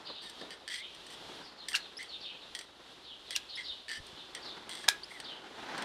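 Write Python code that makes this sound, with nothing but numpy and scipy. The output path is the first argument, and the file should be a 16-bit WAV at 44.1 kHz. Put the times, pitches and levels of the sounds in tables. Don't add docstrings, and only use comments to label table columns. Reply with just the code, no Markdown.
import sys
import numpy as np
from scipy import signal
from scipy.fft import irfft
from scipy.io import wavfile

SR = 44100
rng = np.random.default_rng(int(sys.argv[2]) if len(sys.argv) > 2 else 0)


def output_pcm(signal):
    pcm = np.clip(np.atleast_2d(signal).T, -1, 1) * 32767
    wavfile.write(sys.argv[1], SR, np.round(pcm).astype(np.int16))


N = 257629
BAND_LIMIT_HZ = 15900


def amp(db):
    return 10 ** (np.asarray(db) / 20)


def unit_rms(x):
    return x / np.sqrt(np.mean(x ** 2) + 1e-20)


def add(mix, s, sound):
    part = mix[max(round(s * SR), 0):][:len(sound)]
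    part += sound[:len(part)]


def noise(size, colour, tilt_db=0):
    hz = np.fft.rfftfreq(size, 1 / SR)
    point_hz, point_db = np.transpose(colour)
    db = np.interp(np.log(hz + 1), np.log(point_hz + 1), point_db)
    gain = amp(db + tilt_db * np.log2(np.maximum(hz, 1000)))
    return unit_rms(irfft(gain * np.exp(2j * np.pi * rng.random(len(hz))), size))


def wander(size, per_s):
    knots = rng.standard_normal(8192)
    return np.interp(np.arange(size) * per_s / SR, np.arange(len(knots)), knots)


def die_away(t, t60):
    return np.exp(-np.log(1000) * t / t60)


def echo(x, t60, delay_s=0.0076):
    t = np.arange(SR // 2) / SR
    tail = noise(len(t), [(100, -71), (1500, 9.5), (5000, -6), (14000, -4.5)])
    tail *= die_away(t, t60) * (t > delay_s)
    return signal.fftconvolve(x, tail / np.linalg.norm(tail))[:N]


# frequency in Hz, relative level in dB.
WASH_COLOUR = [(12, -32), (25, -8), (60, -6), (101, -6), (227, -7.5), (368, -0.5), (520, -3.5), (945, -3.5),
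               (1500, -7), (2300, -9), (3400, 2), (4200, -3), (6300, -15.5), (10600, -23), (14300, -36),
               (15800, -44)]


def garden(wash_db=-56.5, swell_db=3, hum_db=-79):
    hum = np.sqrt(2) * np.sin(2 * np.pi * 60 * np.arange(N) / SR) * amp(2 * wander(N, 8))
    wash = noise(N, WASH_COLOUR) * amp(swell_db * wander(N, 5.144))
    return amp(wash_db) * wash + amp(hum_db) * hum


def chirp(length, top_hz, rise_s=.02, rise_hz=599, fall_hz_per_s=14000, waver_hz=170):
    t = np.arange(int(length * SR)) / SR
    hz = top_hz - rise_hz * np.maximum(1 - t / rise_s, 0) - fall_hz_per_s * np.maximum(t - rise_s, 0)
    voices = np.zeros(len(t))
    for ratio, buzz in [(1, .015), (.99, .15)]:
        pitch = ratio * hz * (1 + buzz * wander(len(t), 700)) + waver_hz * wander(len(t), 70)
        voices += amp(4 * wander(len(t), 120)) * np.sin(2 * np.pi * np.cumsum(pitch) / SR)
    return unit_rms(voices * signal.windows.tukey(len(t), .6))


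# start and length in seconds, top pitch in Hz, relative level in dB.
BIRD_CHIRPS = [(0.042, 0.089, 4605, -43.5), (0.13, .07, 3799, -47), (0.19, .1, 4510, -50),
               (0.386, 0.055, 4411, -51.5), (0.778, .1, 4010, -47.5), (1.413, 0.097, 4990, -52.5),
               (1.565, 0.085, 4330, -50), (1.787, 0.086, 4190, -49), (2.063, 0.1174, 4365, -46),
               (2.198, 0.062, 4690, -47), (2.229, 0.091, 3800, -44.5), (2.377, .08, 4280, -54.5),
               (3.018, .13, 4310, -49.5), (3.236, 0.16, 4265, -53), (3.479, .045, 4380, -44.5),
               (3.512, 0.068, 3980, -44.5), (3.618, .12, 4630, -42), (4.14, .1, 4193, -51),
               (4.403, 0.14, 4874, -46), (5.221, 0.1117, 4140, -45.5)]


def birds(faint_every_s=.4, faint_hz=4208, faint_db=-61.5):
    out = np.zeros(N)
    for s, length, top_hz, db in BIRD_CHIRPS:
        add(out, s, amp(db) * chirp(length, top_hz))
    for k, (late, pitch, size) in enumerate(rng.uniform(-1, 1, (20, 3))):
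        faint = chirp(length=0.095, top_hz=faint_hz * (1 + pitch / 10))
        add(out, (k + .5 + late / 2) * faint_every_s, amp(faint_db + 2 * size) * faint)
    return signal.sosfilt(signal.butter(6, [2400, 5500], "band", fs=SR, output="sos"), out)


# frequency in Hz, relative level in dB.
SLEEVE_COLOUR = [(60, -22.5), (160, -3.5), (350, 3), (600, -1), (1400, -3.5), (2500, -11), (4000, -15),
                 (7000, -25.5), (11000, -33.5), (16000, -55)]
LEAF_COLOUR = [(150, -23), (450, -14.5), (830, 6), (1100, -0.5), (1600, 1.5), (2500, -7), (4000, -8.5),
               (7000, -23.5), (11000, -52.5), (16000, -42)]
# fastest moment and half length in seconds, relative level in dB.
HAND_MOVES = [(0.016, 0.21, -55), (0.504, 0.12, -57), (1.4, 0.22, -56), (2.09, 1, -60.5),
              (4.633, 0.37, -53), (5.367, 0.15, -52.5), (5.84, 0.2, -43.5)]


def rustle(rest_db=-66.5, sleeve_db=-0.5, leaves_db=-7, crackle_db=-18, crackles_per_s=500):
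    t = np.arange(N) / SR
    move_power = sum(amp(db) ** 2 * np.exp(-((t - s) / half) ** 2) for s, half, db in HAND_MOVES)
    level = np.sqrt(amp(rest_db) ** 2 + move_power)
    force = level / amp(-57.5)
    sleeve = amp(sleeve_db) * force ** -.15 * noise(N, SLEEVE_COLOUR)
    leaves = amp(leaves_db) * force ** 0.53 * noise(N, LEAF_COLOUR)
    hits = (rng.random(N) < crackles_per_s / SR) * amp(7.9 * np.minimum(rng.exponential(1, N), 3))
    crackle = signal.lfilter(*signal.butter(2, [900, 4500], "band", fs=SR), hits)
    flicker = amp(2.5 * wander(N, 90))
    return level * ((sleeve + leaves) * flicker + amp(crackle_db) * unit_rms(crackle))


# start in seconds, level in dB, strongest frequency in Hz, decay time in seconds.
HAND_BUMPS = [(3.70, -59.5, 55, 0.026), (3.979, -49.5, 78, 0.0144), (3.999, -43, 62, 0.0136),
              (4.125, -56, 98.4, 0.019), (.094, -42.5, 550, 0.0192), (.410, -46, 440, 0.05),
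              (.605, -53, 550, 0.0272), (1.205, -51.5, 467, 0.0524), (1.285, -48.5, 467, 0.027)]


def bumps(onset_s=.004):
    out, t = np.zeros(N), np.arange(SR // 4) / SR
    for s, db, hz, decay in HAND_BUMPS:
        colour = [(hz / 20, -35), (hz / 4, -12), (hz, 0), (hz * 2, -7), (hz * 10, -45), (hz * 200, -90)]
        add(out, s, amp(db) * noise(len(t), colour) * np.minimum(t / onset_s, 1) * np.exp(-t / decay))
    return out


# frequency in Hz and relative level in dB with
# the grip slack, t60 in seconds, then at full grip the pitch rise as a share and the level change in dB.
STEEL_MODES = [(1736, 5, 0.042, 0.19, -6), (2041, -0.5, 0.037, 0.095, -16), (2974, 0, 0.035, 0.113, 6.5),
               (3285, -8.5, 0.066, 0.04, 11.5), (3840, -11.5, 0.0071, 0.06, 24),
               (4637, 2, 0.029, 0.0037, -8), (5050, -6, 0.028, 0.067, -4), (5820, -14, 0.103, 0.012, -0.5),
               (7530, -18, 0.0294, 0.0082, 4), (8512, -17.5, 0.11, 0.024, 7), (8300, -24, 0.077, 0.078, 5),
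               (10750, -12.5, 0.012, 0.036, 3), (11905, -20, 0.017, 0, 2)]


def steel_slip(grip, tilt_db, tick_db, tick_s=0.0041, onset_s=0.00047):
    t = np.arange(SR // 12) / SR
    hz, db, t60, rise, grip_db = np.transpose(STEEL_MODES)[:, :, None]
    detune, weight = rng.standard_normal((2, len(hz), 1))
    hz = hz * (1 + rise * grip + .008 * detune)
    height = amp(db + grip * grip_db + tilt_db * np.log2(hz) + 2 * weight)
    modes = height * die_away(t, t60) * np.sin(2 * np.pi * (hz * t + rng.random(hz.shape)))
    ring = modes.sum(0) / np.linalg.norm(height)
    tick_colour = [(300, -28), (1200, -24), (1900, 6), (2500, -2.5), (4600, 3), (6800, -12),
                   (8500, -2.5), (10000, -19), (15000, -34)]
    tick = noise(len(t), tick_colour, tilt_db) * np.exp(-t / tick_s)
    return (ring + amp(tick_db) * tick) * np.minimum(t / onset_s, 1)


# start in seconds, relative level in dB, grip from 0 to 1, tilt in dB per octave.
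SPRING_TICKS = [(0.297, -40.5, 0.07, 7), (0.413, -38.5, 0.1, -2.5), (0.5058, -39, 0.1, 0),
                (0.6777, -33.5, 0.15, .5), (0.687, -36, 0.12, -0.5), (.762, -44.5, 1, 4),
                (0.948, -45, 0.6, 3.5), (1.066, -44, 0.19, 5), (1.685, -28, 0.06, 2.5),
                (1.7175, -34.5, 0.55, -9), (1.731, -31.5, 0, 0.5), (2.028, -39.5, 0, 7.5),
                (2.5497, -30, 0.51, 2), (2.564, -40, 0.91, 0.5), (2.59, -34.5, 0.3, 4.5),
                (2.611, -37.5, 0.76, 1), (3.307, -31, 0.66, 4), (3.882, -36, 0.05, -3),
                (3.891, -36, 0.02, 1), (4.067, -46.5, .1, 9), (4.3493, -31.5, 0.7, 2.5),
                (4.693, -34, .55, 3.5), (4.752, -35, 0.58, 4), (4.842, -37, 0, -3.5),
                (5.201, -35, 0.18, 3.5), (5.7783, -34.5, .15, 2.5), (5.822, -31.5, .75, .5)]
# start and length in seconds, relative level
# in dB, slips per second at full speed, first and last grip from 0 to 1, tilt in dB per octave.
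SPRING_SCRAPES = [(.22, .1, -54, 430, .35, 0, 3.5), (0.507, .04, -47.5, 300, 0.25, .2, -0.5),
                  (0.699, 0.11, -40.5, 307.6, 0.61, 0.88, -0.5), (1.102, 0.045, -51.5, 300, .5, 0.5, 4),
                  (1.691, 0.032, -46.5, 304, .4, 0.73, 7.5), (1.988, 0.079, -50.5, 360, 0.1, 1, -1.5),
                  (2.552, 0.093, -55, 286, 0.5, .55, 3.5), (3.309, 0.052, -43.5, 300, 0.98, 0.68, 0.5),
                  (3.571, 0.054, -44.5, 400, .55, 0.97, -3), (3.897, 0.0878, -41, 226.5, .05, 0.16, 0),
                  (4.355, 0.03, -46, 380, 0.45, .45, -4.5), (4.701, 0.1573, -46, 200, 0.97, 1, 1.5),
                  (5.098, 0.11, -60, 300, 0.65, .7, 6.5)]


def spring(ticks_db=-1, scrapes_db=1, jitter=.18, uneven_db=2, speed_up_s=.025, take_hold_s=.02):
    out = np.zeros(N)
    for s, db, grip, tilt in SPRING_TICKS:
        add(out, s, amp(db + ticks_db) * steel_slip(grip, tilt, tick_db=-2.5))
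    for s, length, db, slips_per_s, first_grip, last_grip, tilt in SPRING_SCRAPES:
        t = 0
        for gap, size in rng.standard_normal((55, 2)):
            progress = min(t / length, 1)
            rate = slips_per_s * (1 - .4 * np.exp(-t / speed_up_s))
            push_db = -2 * max(1 - t / take_hold_s, 0) - 9 * progress ** 2
            slip = steel_slip(first_grip + (last_grip - first_grip) * progress, tilt, tick_db=-6)
            train_rms = np.sqrt(np.sum(slip ** 2) * rate / SR)
            if t < length:
                add(out, s + t, amp(db + scrapes_db + push_db + uneven_db * size) * slip / train_rms)
            t += np.exp(jitter * gap) / rate
    return out


# start and length in seconds, first and last
# pitch in Hz, level in dB, fall of the overtones in dB per octave, swell over the length in dB.
STEEL_SQUEALS = [(.785, .046, 1950, 2222, -49, 18, 8), (1.736, 0.02, 2846, 2763, -30.5, 18, 17),
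                 (1.743, 0.0068, 1640, 1577, -33.5, 21, 0), (1.968, 0.017, 4900, 5450, -44, 15, 2),
                 (1.987, 0.053, 1968, 2183, -48, 11, -4.5), (3.351, 0.012, 2840, 2760, -34, 13, 10),
                 (3.554, 0.015, 4950, 5450, -46.5, 12.5, -6), (3.578, 0.061, 2115, 2007, -44.5, 26, -21),
                 (4.8807, 0.0077, 1721, 1650, -24.5, 6.5, 13), (5.033, 0.015, 4330, 5300, -43, 19, -12),
                 (5.104, 0.019, 2010, 2192, -50, 14, 0), (5.134, 0.0454, 2141, 1970, -52.5, 16, 7)]


def squeals(waver_hz=90, flutter_db=2.5):
    out = np.zeros(N)
    for s, length, first_hz, last_hz, db, fall_db, swell_db in STEEL_SQUEALS:
        size = int(length * SR)
        progress = np.linspace(0, 1, size)
        hz = first_hz + (last_hz - first_hz) * progress + waver_hz * wander(size, 900)
        phase = 2 * np.pi * np.cumsum(hz) / SR
        harmonics = [k for k in range(1, 6) if k * last_hz < BAND_LIMIT_HZ]
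        tone = sum(amp(-fall_db * np.log2(k)) * np.sin(k * phase) for k in harmonics)
        flutter = amp(flutter_db * wander(size, 500))
        envelope = amp(swell_db * progress) * signal.windows.tukey(size, .3)
        add(out, s, amp(db) * unit_rms(tone * flutter * envelope))
    return out


# frequency in Hz, relative level in dB.
SHOOT_COLOUR = [(60, -17), (300, -13), (550, -24), (850, -2.5), (1150, -14), (1600, -2.5), (2100, -1.5),
                (2750, 3.5), (3100, 0), (3900, 8), (5400, 3.5), (6900, -1), (8200, -2.5), (11000, -7.5),
                (15000, -20.5)]
# frequency in Hz, relative level in dB, t60 in seconds.
BLADE_MODES = [(1656, -3, .11), (1730, -15, 0.099), (1660, 9.5, 0.078), (1800, 1, 0.056), (2730, -16, 0.11),
               (3410, -2, 0.13), (3763, -32.5, 0.16), (4200, -20.5, 0.14), (5930, -11.5, 0.14),
               (6330, -16.5, .11), (7860, -17, 0.077), (8800, -8, 0.095), (10830, -20, .07)]
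# start in seconds, level in dB, decay time in
# seconds, tilt in dB per octave, low cut in Hz, relative level of the blade ring in dB.
FIBRE_SNAPS = [(1.743, -40, 0.0036, 1, 1100, -45), (1.7512, -23, 0.0024, -4, 1230, -43.5),
               (1.7566, -25.5, 0.0061, -3, 1130, -26), (1.763, -34.5, 0.013, -3, 1200, -43),
               (3.3616, -29, 0.0084, -3.5, 1720, -48), (3.3628, -18.5, 0.00077, -3, 1800, -40.5),
               (4.883, -21, 0.0037, -12, 900, -27), (4.8863, -13, 0.0019, -2.5, 100, -24.5),
               (4.8866, -9.5, 0.00129, 1, 60, -44.5), (4.8932, -30.5, 0.0096, 2.5, 1200, -26.5)]


def snaps(onset_s=0.00026, hold_s=0.00023, ring_onset_s=0.000605):
    out, t = np.zeros(N), np.arange(SR // 4) / SR
    for s, db, decay, tilt, low_hz, ring_db in FIBRE_SNAPS:
        envelope = np.minimum(t / onset_s, 1) * np.exp(-np.maximum(t - hold_s, 0) / decay)
        crack = noise(len(t), SHOOT_COLOUR, tilt) * envelope
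        low_cut = signal.butter(2, low_hz, "high", fs=SR)
        crack = signal.lfilter(*low_cut, crack)
        crack *= np.linalg.norm(envelope) / np.linalg.norm(crack)
        ring = sum(amp(level) * die_away(t, t60) * np.sin(2 * np.pi * (hz * t + rng.random()))
                   for hz, level, t60 in BLADE_MODES)
        add(out, s, amp(db) * (crack + amp(ring_db) * ring * np.minimum(t / ring_onset_s, 1)))
    return out


def scene():
    shears = spring() + squeals() + snaps()
    song = birds()
    near = shears + amp(-18) * echo(shears, t60=.2)
    far = amp(-5) * song + amp(-4.5) * echo(song, t60=.33) + amp(-9) * echo(song, t60=.9)
    return (near + far + rustle() + bumps() + garden())[None]


def record(dry):
    rounded = dry / (1 + (dry / .43) ** 6) ** (1 / 6)
    low_pass = signal.firwin(255, BAND_LIMIT_HZ, window=("kaiser", 9), fs=SR)
    return signal.oaconvolve(rounded, low_pass[None], "same")


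dry = scene()
out = record(dry)
output_pcm(out)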